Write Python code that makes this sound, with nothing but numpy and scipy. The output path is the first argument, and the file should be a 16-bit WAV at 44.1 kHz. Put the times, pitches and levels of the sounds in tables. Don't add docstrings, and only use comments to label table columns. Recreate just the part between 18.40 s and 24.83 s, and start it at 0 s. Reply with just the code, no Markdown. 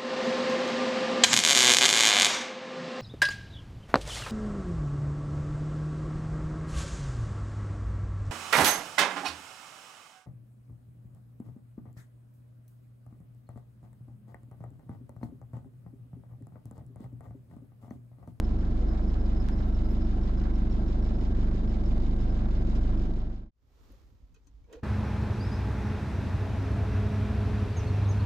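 import sys
import numpy as np
from scipy import signal
from scipy.fft import rfft, irfft, next_fast_len
from scipy.io import wavfile
from scipy.ndimage import uniform_filter1d, map_coordinates

SR = 44100
rng = np.random.default_rng(int(sys.argv[2]) if len(sys.argv) > 2 else 0)


def generate_wav(sig):
    pcm = np.round(np.clip(np.atleast_2d(sig).T, -1, 1) * 32767).astype(np.int16)
    wavfile.write(sys.argv[1], SR, pcm)


N = 283563
T = np.arange(N) / SR

FIRING_HZ = 24.62
TURN_S = 3.3
SILENT_AT_S, FADE_OUT_S, FADE_IN_S = 5.109, 0.52, 0.35

# (frequency [Hz], likeness [0 to 1])
STEREO_LIKENESS = [(60, 0.5), (150, 0.96), (300, 0.7), (600, 0.5), (1200, 0.17), (4000, 0.22), (12000, 0.5)]
# (frequency [Hz], left over right [dB])
STEREO_BALANCE = [(60, -0.5), (150, -1.0), (380, -0.5), (940, -1.5), (2370, -3.5), (5940, -5.0),
                  (14900, -3.5)]
# (frequency [Hz], head start [s])
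ENGINE_LEAD = [(250, 0.00042), (550, 0.00027), (1100, 0.000445)]
# (multiple of the firing rate, level [dB])
BOOM_TONES = [(1, -0.5), (2, -1.73), (3, -9.5), (4, -10.5), (5, -19), (6, -19), (7, -17), (8, -16.5),
              (9, -14), (10, -31), (11, -36), (12, -23), (13, -19), (14, -25.5)]
# (highest multiple carried, delay [beats], level [dB],
# early boost [dB], level wobble [dB], phase wobble [rad])
BOOM_PATHS = [(1, 0.065, 0, -2.5, 1.3, .04), (2, 0.0088, 0, 0.5, 1, 0.044),
              (3, 0.0023, -0.5, 3.5, 1, 0.045), (4, 0.082, -1.34, -8, -0.1, 0.078),
              (7, 0.198, -2.5, -6, 3.5, 0.58), (9, -0.0127, -0.42, 0, 1.06, 0.31),
              (14, 0.486, -2, 1.5, 1, 0.096)]
# (frequency [Hz], level [dB])
RUMBLE_COLOUR = [(20, -26), (40, 16), (80, 10), (115, 16.5), (160, 9.5), (210, 12), (270, 2), (400, -51)]
# (pitch [Hz], width [Hz], level [dB])
BULKHEAD_RING = [(290.5, 119, 0)]
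CYLINDER_THUMPS = [-13.5, 0.5, -3, 0]
# (lowest frequency [Hz], highest frequency [Hz], start [beats],
# decay [beats], height over the steady din [ratio], share that repeats each cycle [0 to 1], level [dB])
KNOCK_BANDS = [(214.3, 404, 0.52, 0.16, 0.33, 0.55, -3.5), (454, 1185, 0.58, 0.23, 0.51, 0.5, 2),
               (1005, 2340, .53, 0.75, 1.8, 0.5, 0)]
CYLINDER_KNOCKS = [-0.5, -1, -1, -1.5]
INJECTOR_CLACKS = [0.25, 0.1, 1.1, 1.4]
# (frequency [Hz], level [dB])
CLATTER_COLOUR = [(140, -40), (240, -0.5), (263, -0.5), (327, -2), (400, -7), (475, -18), (540, -16),
                  (719, -17.5), (886, -22.5), (1060, -23.5), (1220, -28), (1580, -26.5), (1710, -31),
                  (2600, -41.5), (3380, -67), (5720, -120)]
# (pitch [Hz], level [dB], early boost [dB], phase wobble [rad], level wobble [dB])
WHINE_TONES = [(592, -22, -4, 0.65, 3.5), (648, -22, -8, 0.7, 2), (716, -26.5, 7, 0.7, 2.5),
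               (744, -22.5, 2, 0.7, 4.5), (828, -33, 6, 1.2, 4), (1036, -28, 0, 0.31, 0.5),
               (1334, -30.5, 3, 1.6, 2), (1597, -29.5, -4.5, 1.1, 1.5)]
# (start [beats], hold [beats], level [dB], bright edge [dB], early boost [dB])
RATTLE_PATTERN = [(0.04, 0.13, -3.5, -2.5, 0), (0.54, .22, 1, -4, -6), (0.751, .04, -7, 2.5, -5.5),
                  (1.06, .28, 1.5, 3, -2), (1.38, .36, 0.5, -1.5, -3), (1.76, 0.15, 1, 6, -5.5),
                  (2.05, .32, 3, 2, -2.5), (2.41, 0.32, 1, -2.5, -5), (2.78, 0.15, -2, 2.5, -2),
                  (2.96, 0.4, -2.5, -13, -4.5), (3.34, .25, -1.5, -6.5, -3.5), (3.63, 0.41, -1, -4.5, -2)]
# (pitch [Hz], width [Hz], level [dB])
TRIM_RING = [(2950, 250, -1.5), (3630, 150, -2), (3893, 150, 0)]
# (frequency [Hz], level [dB])
RATTLE_COLOUR = [(1180, -31), (2000, 5), (2100, 2.5), (2640, -5.5), (3670, -5), (4530, -9), (5270, -8),
                 (5880, -15.5), (6680, -14.5), (8380, -21.5), (9050, -39), (10000, -42), (14300, -40.5),
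                 (15000, -32.5)]
# (time [s], level [dB], pitch [Hz])
BELT_CHIRPS = [(.047, -64, 5260), (.2, -68, 5220), (.233, -79, 5570), (0.409, -68, 5280),
               (0.488, -59, 5210), (.518, -64.5, 5180), (.641, -66, 5170), (.691, -61, 5170),
               (.804, -63.5, 5180), (.86, -66, 4950), (.97, -64, 5170), (1.009, -61, 5200),
               (1.13, -62, 5200), (1.182, -61.5, 5320), (1.35, -63, 5300), (1.46, -61, 5050),
               (1.505, -61.5, 5270), (1.622, -61.5, 5170), (1.651, -63, 5300), (1.828, -63, 5340),
               (1.984, -64, 5140), (2.15, -64, 5390), (2.319, -63, 5420), (2.483, -60.5, 5380),
               (2.52, -65, 5120), (2.636, -63.5, 5330), (2.676, -63, 5180), (2.756, -65, 5140),
               (2.8, -65, 5300), (3.29, -65, 5280), (3.459, -60, 5260), (3.813, -65, 5140),
               (3.899, -64, 5220), (4.595, -69, 5300)]
# (time [s], level [dB], half length [s], pitch [Hz], rise [Hz/s])
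SEAT_CREAKS = [(0.425, -46.5, .014, 485, 500), (0.533, -49.5, 0.017, 620, 6070)]
# (time [s], level [dB], left over right [dB], snap over crackle [dB],
# crackle decay [s], bright edge [dB], highest treble over edge [dB])
PLASTIC_TICKS = [(1.087, -29, -9, 16.5, .0004, -1.5, -13), (1.0933, -26, 2, 9, 0.001, -22, -14),
                 (3.58, -41.5, -5.5, 9, 0.0013, 10, -27), (4.351, -39, -3, 2, 0.017, 3.5, -34.5)]
# (time [s], level [dB], half length [s])
HISS_SWELLS = [(1.147, -85, 0.068), (1.285, -83, 0.019), (1.465, -83, .02), (1.525, -77, 0.025),
               (5.45, -88.5, 0.18), (5.521, -76, .003)]
# (frequency [Hz], level [dB])
ROCKING_COLOUR = [(15, -37.5), (25, -15), (38, -6.5), (52, -0.5), (64, -8), (80, -12.5), (113, -19),
                  (211, -28.5), (245, -27.5), (280, -23.5), (354, -41), (700, -48), (910, -76),
                  (1540, -120)]
# (frequency [Hz], level [dB])
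RUSTLE_COLOUR = [(150, -25), (250, -9), (364, -5.5), (448, -8.5), (513, -8.5), (620, -13), (1270, -14.5),
                 (1560, -19.5), (1890, -20), (2530, -22.5), (4200, -23), (6800, -27), (8500, -35.5),
                 (10500, -42), (15000, -35)]
# (time [s], level [dB], half length [s])
SLEEVE_RUSTLES = [(5.46, -70, 0.15), (6.35, -68, 0.024)]
# (time [s], level [dB], pitch [Hz], rise time [s], decay [s])
SOFT_BUMPS = [(5.488, -55, 198, .003, 0.025), (5.499, -41, 51.2, .012, 0.036),
              (5.502, -47.5, 270, .001, 0.0083), (5.517, -69, 400, .001, 0.011),
              (5.532, -58.5, 536, .001, 0.011), (5.635, -48, 53.6, .01, 0.034),
              (5.965, -59, 440, .002, 0.0094), (6.069, -58.5, 285, .002, .015),
              (6.139, -47.5, 50, .01, 0.037), (6.204, -43, 47.7, 0.0055, 0.023),
              (6.287, -52, 440, .012, .022), (6.32, -38, 440, 0.017, 0.019),
              (6.343, -46.5, 310, .002, 0.01), (6.362, -42.5, 55.3, .003, 0.019),
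              (6.366, -36, 492, .006, 0.0075), (6.38, -47, 480, .002, 0.0072),
              (6.404, -61, 416, .002, 0.011)]
# (time [s], level [dB], left over right [dB], treble [dB])
KEY_CLICKS = [(5.519, -72, 3, -1), (5.943, -61.5, -2, -6.5), (5.959, -66, 2, -18), (6.044, -75, -3, 3),
              (6.069, -60.5, 3, -3.5), (6.239, -75, -2, -10), (6.3268, -50, -6, -8), (6.3323, -58, 0, -12),
              (6.351, -62, -3, -18), (6.381, -70, 2, -14)]
# (pitch [Hz], width [Hz], level [dB])
KEY_RING = [(1100, 130, -1), (1530, 120, -4), (1930, 79, -8), (2430, 140, -3), (3140, 320, -8),
            (4130, 230, 0.5), (5400, 500, -8), (6240, 240, 9), (6800, 610, 0), (8600, 420, -5),
            (12800, 540, -21)]
# (time [s], level [dB], pitch [Hz])
KEY_SQUEAKS = [(5.969, -75, 2514), (6.25, -78, 2280)]
# (time of full pressure [s], level [dB], rise time [s])
KEY_PUSHES = [(6.335, -50.5, 0.087), (6.429, -52, 0.0091)]
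# (pitch [Hz], width [Hz], level [dB])
COLUMN_RING = [(295, 97, -3.5), (450, 46, 6), (492, 45, 2.5), (660, 110, -12), (790, 120, -12),
               (1150, 82, -18.5), (1440, 120, -20.5), (1900, 410, -25.5), (2500, 310, -24.5),
               (3570, 1600, -38)]


def from_db(db):
    return 10 ** (np.asarray(db) / 20)


def rms_one(x):
    return x / np.sqrt(np.mean(x ** 2) + 1e-30)


def at_hz(points, hz):
    f, value = np.transpose(points)
    return np.interp(np.log(hz + 1), np.log(f + 1), value)


def drift(rate):
    coarse = T[::16]
    wobble = map_coordinates(rng.standard_normal(2048), [coarse * rate], order=3, mode="wrap")
    return np.interp(T, coarse, wobble)


def ramp(zero_s, full_s):
    return np.clip((T - zero_s) / (full_s - zero_s), 0, 1)


def swells(rows):
    return sum(from_db(db) * np.exp(-((T - s) / length) ** 2 / 2) for s, db, length in rows)


def band(x, low_hz, high_hz):
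    return signal.sosfilt(signal.butter(2, [low_hz, high_hz], "band", fs=SR, output="sos"), x + 1e-18)


def resonate(x, modes):
    out = 0
    for k, (hz, width, db) in enumerate(modes):
        r = np.exp(-np.pi * width / SR)
        ring = signal.lfilter([1, 0, -1], [1, -2 * r * np.cos(2 * np.pi * hz / SR), r * r], x + 1e-18)
        out = out + (-1) ** k * from_db(db) * (1 - r * r) / 2 * ring
    return out


def pan(db):
    return from_db(np.array([[db], [-db]]) / 2)


def stereo(pair, colour, lead=((1, 0),)):
    size = next_fast_len(N, real=True)
    hz = np.arange(size // 2 + 1) * SR / size
    mid, side = rfft(pair, size) * from_db(at_hz(colour, hz))
    alike = at_hz(STEREO_LIKENESS, hz)
    mid, side = mid * np.sqrt(1 + alike), side * np.sqrt(1 - alike)
    tilt = from_db(at_hz(STEREO_BALANCE, hz) / 2)
    delay = np.exp(-2j * np.pi * hz * at_hz(lead, hz))
    return rms_one(irfft([(mid + side) * tilt, (mid - side) / tilt * delay], size)[:, :N])


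def in_cab(x, echo_s, echo_db):
    t = T[:SR // 4]
    tail = band(rng.standard_normal((2, len(t))), 150, 5200) * from_db(-60 * t / echo_s) * (t > .0015)
    tail /= np.sqrt(np.sum(tail ** 2, axis=1, keepdims=True))
    return x + from_db(echo_db) * signal.fftconvolve(np.atleast_2d(x), tail, axes=1)[:, :N]


def boom(level_db=-24.5):
    out, early = 0, ramp(TURN_S, 0)
    for multiple, db in BOOM_TONES:
        path = next(row for row in BOOM_PATHS if round(row[0]) >= multiple)
        _, delay, path_db, early_db, wobble_db, wobble_rad = path
        angle = 2 * np.pi * multiple * (FIRING_HZ * T - delay) + wobble_rad * drift(6.5)
        out = out + from_db(db + path_db + early_db * early + wobble_db * drift(7.9)) * np.cos(angle)
    return from_db(level_db) * rms_one(out) * pan(-.8)


def rumble(level_db=-38.5, wobble_db=0.75, depth=0.21, peak_beats=0.55):
    gain = from_db(level_db + wobble_db * drift(15))
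    chug = 1 + depth * np.cos(2 * np.pi * (FIRING_HZ * T - peak_beats))
    return gain * stereo(rng.standard_normal((2, N)) * chug, RUMBLE_COLOUR, ENGINE_LEAD)


def clatter(uneven_db=2.5, wobble_db=0.65, jitter_s=0.00011, injector_early_db=-7):
    beats = FIRING_HZ * (T + jitter_s * drift(10)) + 4
    cycle_size = int(4 * SR / FIRING_HZ)
    place_in_cycle = (beats / 4 % 1 * cycle_size).astype(int)
    cylinder, age = np.divmod((beats - 0.87) % 4, 1)
    clack = np.array(INJECTOR_CLACKS)[cylinder.astype(int)] * np.exp(-age / 0.1)
    clack *= from_db(injector_early_db * ramp(TURN_S, 0))
    out = 0
    for k, (low, high, start, decay, height, repeats, db) in enumerate(KNOCK_BANDS):
        firing, age = np.divmod(beats - start, 1)
        firing = firing.astype(int)
        luck = rng.standard_normal(256)[firing]
        strength = from_db(np.array(CYLINDER_KNOCKS)[firing % 4] + uneven_db * luck)
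        blows = 1 + height * strength * np.exp(-age / decay) + clack * (k > 0)
        repeating = np.sqrt(repeats) * rng.standard_normal((2, cycle_size))[:, place_in_cycle]
        fresh = np.sqrt(1 - repeats) * rng.standard_normal((2, N))
        knocks = band((repeating + fresh) * rms_one(blows), low, high)
        out = out + from_db(db + wobble_db * drift(8)) * knocks
    return stereo(out, CLATTER_COLOUR, ENGINE_LEAD)


def whine():
    out, early = 0, ramp(TURN_S, 0)
    for hz, db, early_db, wobble_rad, wobble_db in WHINE_TONES:
        gain = from_db(db + early_db * early + wobble_db * np.tanh(drift(11)))
        angle = 2 * np.pi * hz * T + wobble_rad * drift(20) + rng.uniform(0, np.pi / 2, (2, 1))
        out = out + gain * np.sin(angle)
    return np.sqrt(2) * out


def thumps(level_db=-45.5, early_db=-4, start_beats=0.52, uneven_db=2.5, jitter_s=0.00032):
    firings = np.arange(int(SILENT_AT_S * FIRING_HZ))
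    luck = rng.standard_normal((len(firings), 2))
    times = (firings + start_beats) / FIRING_HZ + jitter_s * luck[:, 0]
    strengths = from_db(np.resize(CYLINDER_THUMPS, len(firings)) + uneven_db * luck[:, 1])
    pushes = np.zeros(N)
    pushes[(times * SR).astype(int)] = strengths
    wall = band(resonate(pushes, BULKHEAD_RING), 170, 388)
    return from_db(level_db + early_db * ramp(TURN_S, 0)) * rms_one(wall)


def rattles(level_db=-60.5, rise_beats=0.03, decay_beats=0.065, uneven_db=0.6, grain_db=1.5):
    body_power, edge_power = from_db(-7) ** 2, from_db(-4) ** 2
    early = ramp(TURN_S, 0)
    for start, hold, db, edge_db, early_db in RATTLE_PATTERN:
        cycle, age = np.divmod(FIRING_HZ * T - start, 4)
        luck = rng.standard_normal(64)[cycle.astype(int)]
        burst = np.minimum(age / rise_beats, 1) * np.exp(-np.maximum(age - hold, 0) / decay_beats)
        burst *= from_db(early_db * early + uneven_db * luck)
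        body_power += (from_db(db) * burst) ** 2
        edge_power += (from_db(edge_db) * burst) ** 2
    contacts = rng.standard_normal((2, 2, N)) * from_db(grain_db * drift(300))
    trim = resonate(rng.standard_normal((2, N)) * np.sqrt(body_power), TRIM_RING)
    metal = band(contacts[0] * np.sqrt(body_power), 2310, 6000)
    edge = from_db(-2) * band(contacts[1] * np.sqrt(edge_power), 5700, 8300)
    return from_db(level_db) * stereo(trim + metal + edge, RATTLE_COLOUR, ENGINE_LEAD)


def belt(gain_db=-3, half_length_s=.0105, fall_hz_per_s=5000, flutter_db=3.5):
    out, roughness_hz = np.zeros(N), 160 * drift(900)
    for s, db, centre_hz in BELT_CHIRPS:
        near = slice(max(int((s - .05) * SR), 0), int((s + .05) * SR))
        age = T[near] - s
        hz = centre_hz - fall_hz_per_s * age + roughness_hz[near]
        swell = from_db(db + gain_db) * np.exp(-(age / half_length_s) ** 2 / 2)
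        out[near] += swell * np.sin(2 * np.pi * np.cumsum(hz) / SR)
    return in_cab(out * from_db(flutter_db * drift(200)), echo_s=0.1, echo_db=-6) * pan(-8)


def engine(clatter_db=-42):
    return boom() + rumble() + from_db(clatter_db) * (clatter() + whine()) + thumps() + rattles() + belt()


def seat_creaks(wobble_rad=0.53):
    out = 0
    for s, db, length, hz, rise in SEAT_CREAKS:
        age = T - s
        angle = 2 * np.pi * (hz + rise * age / 2) * age + wobble_rad * drift(120)
        out = out + swells([(s, db, length)]) * np.sin(angle)
    return in_cab(out, echo_s=0.07, echo_db=-13)


def plastic_ticks(gain_db=-12, shell_db=7):
    out, age = np.zeros((2, N)), T[:SR // 30]
    for s, db, pan_db, snap_db, decay_s, edge_db, top_db in PLASTIC_TICKS:
        crackle = rng.standard_normal((2, len(age))) * np.exp(-age / decay_s)
        crack = crackle + from_db(snap_db) * (age == 0)
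        shell = resonate(crack, [(790, 200, 2), (1150, 400, 2), (1620, 480, 3), (3200, 2200, -13)])
        edge = band(band(crack, 700, 6500), 700, 6500) + from_db(top_db) * band(crack, 5000, 15000)
        tick = from_db(shell_db) * shell + from_db(edge_db) * edge
        at = int(s * SR)
        out[:, at:at + len(age)] += from_db(db + gain_db) * tick * pan(pan_db)
    return in_cab(out, echo_s=0.14, echo_db=-7.5)


def high_hiss(floor_db=-100, grain_db=1.5):
    rubbing = swells(HISS_SWELLS) * from_db(grain_db * drift(300))
    return (from_db(floor_db) + rubbing) * rms_one(band(rng.standard_normal(N), 10500, 15500))


def body_rocking(level_db=-58.5, wobble_db=2.5):
    noise = stereo(rng.standard_normal((2, N)), ROCKING_COLOUR)
    noise /= np.sqrt(uniform_filter1d(np.mean(noise ** 2, axis=0), size=SR // 20))
    return from_db(level_db + wobble_db * drift(24)) * noise


def sleeve(air_db=-76.5, grain_db=1.0):
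    noise = rng.standard_normal((2, N)) * from_db(grain_db * drift(330))
    return (from_db(air_db) + swells(SLEEVE_RUSTLES)) * stereo(noise, RUSTLE_COLOUR)


def bumps():
    out = 0
    for s, db, hz, rise_s, decay_s in SOFT_BUMPS:
        age = np.maximum(T - s, 0)
        loudness = from_db(db) * (1 - np.exp(-age / rise_s)) * np.exp(-age / decay_s)
        out = out + loudness * np.sin(2 * np.pi * hz * age)
    return out * pan(-1.3)


def keys(gain_db=-10, chatter_s=0.0055, crack_db=-12, bright_db=3):
    out, age = np.zeros((2, N)), T[:SR // 8]
    for s, db, pan_db, treble_db in KEY_CLICKS:
        contacts = rng.choice([-1, 1], len(age)) * (rng.random(len(age)) < .15) * np.exp(-age / chatter_s)
        click = resonate(contacts, KEY_RING) + from_db(crack_db) * band(contacts, 1800, 12400)
        click = band(click, 700, 4700) + from_db(treble_db + bright_db) * band(click, 2900, 18000)
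        click *= from_db(db + gain_db) / np.std(click[age < chatter_s])
        at = int(s * SR)
        out[:, at:at + len(age)] += click[:N - at] * pan(pan_db)
    return in_cab(out, echo_s=0.07, echo_db=0.5)


def key_squeaks(wobble_rad=.5, half_length_s=0.006):
    out = sum(swells([(s, db, half_length_s)]) * np.sin(2 * np.pi * hz * T + wobble_rad * drift(200))
              for s, db, hz in KEY_SQUEAKS)
    return in_cab(out, echo_s=0.068, echo_db=-10)


def lock_scrape(slips_per_s=2500, hold_s=0.024, release_s=0.087):
    slips = rng.standard_normal(N) * (rng.random(N) < slips_per_s / SR)
    scrape = in_cab(resonate(slips, COLUMN_RING), echo_s=0.018, echo_db=-8)
    scrape /= np.sqrt(uniform_filter1d(np.mean(scrape ** 2, axis=0), size=SR // 60) + 1e-12)
    pressure = 0
    for s, db, rise_s in KEY_PUSHES:
        push = ramp(s - rise_s, s) * ramp(s + hold_s + release_s, s + hold_s)
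        pressure = pressure + from_db(db) * push ** 2
    return pressure * scrape * pan(-1.8)


def scene():
    fade_out = ramp(SILENT_AT_S, SILENT_AT_S - FADE_OUT_S)
    fade_in = ramp(SILENT_AT_S, SILENT_AT_S + FADE_IN_S)
    idling = engine() + seat_creaks() + plastic_ticks()
    quiet_cab = body_rocking() + sleeve() + bumps() + keys() + key_squeaks() + lock_scrape()
    return fade_out * idling + fade_in * quiet_cab + (fade_out + fade_in) * high_hiss()


def record(dry):
    return signal.sosfilt(signal.cheby2(14, 70, 16300, fs=SR, output="sos"), dry)


dry = scene()
out = record(dry)
generate_wav(out)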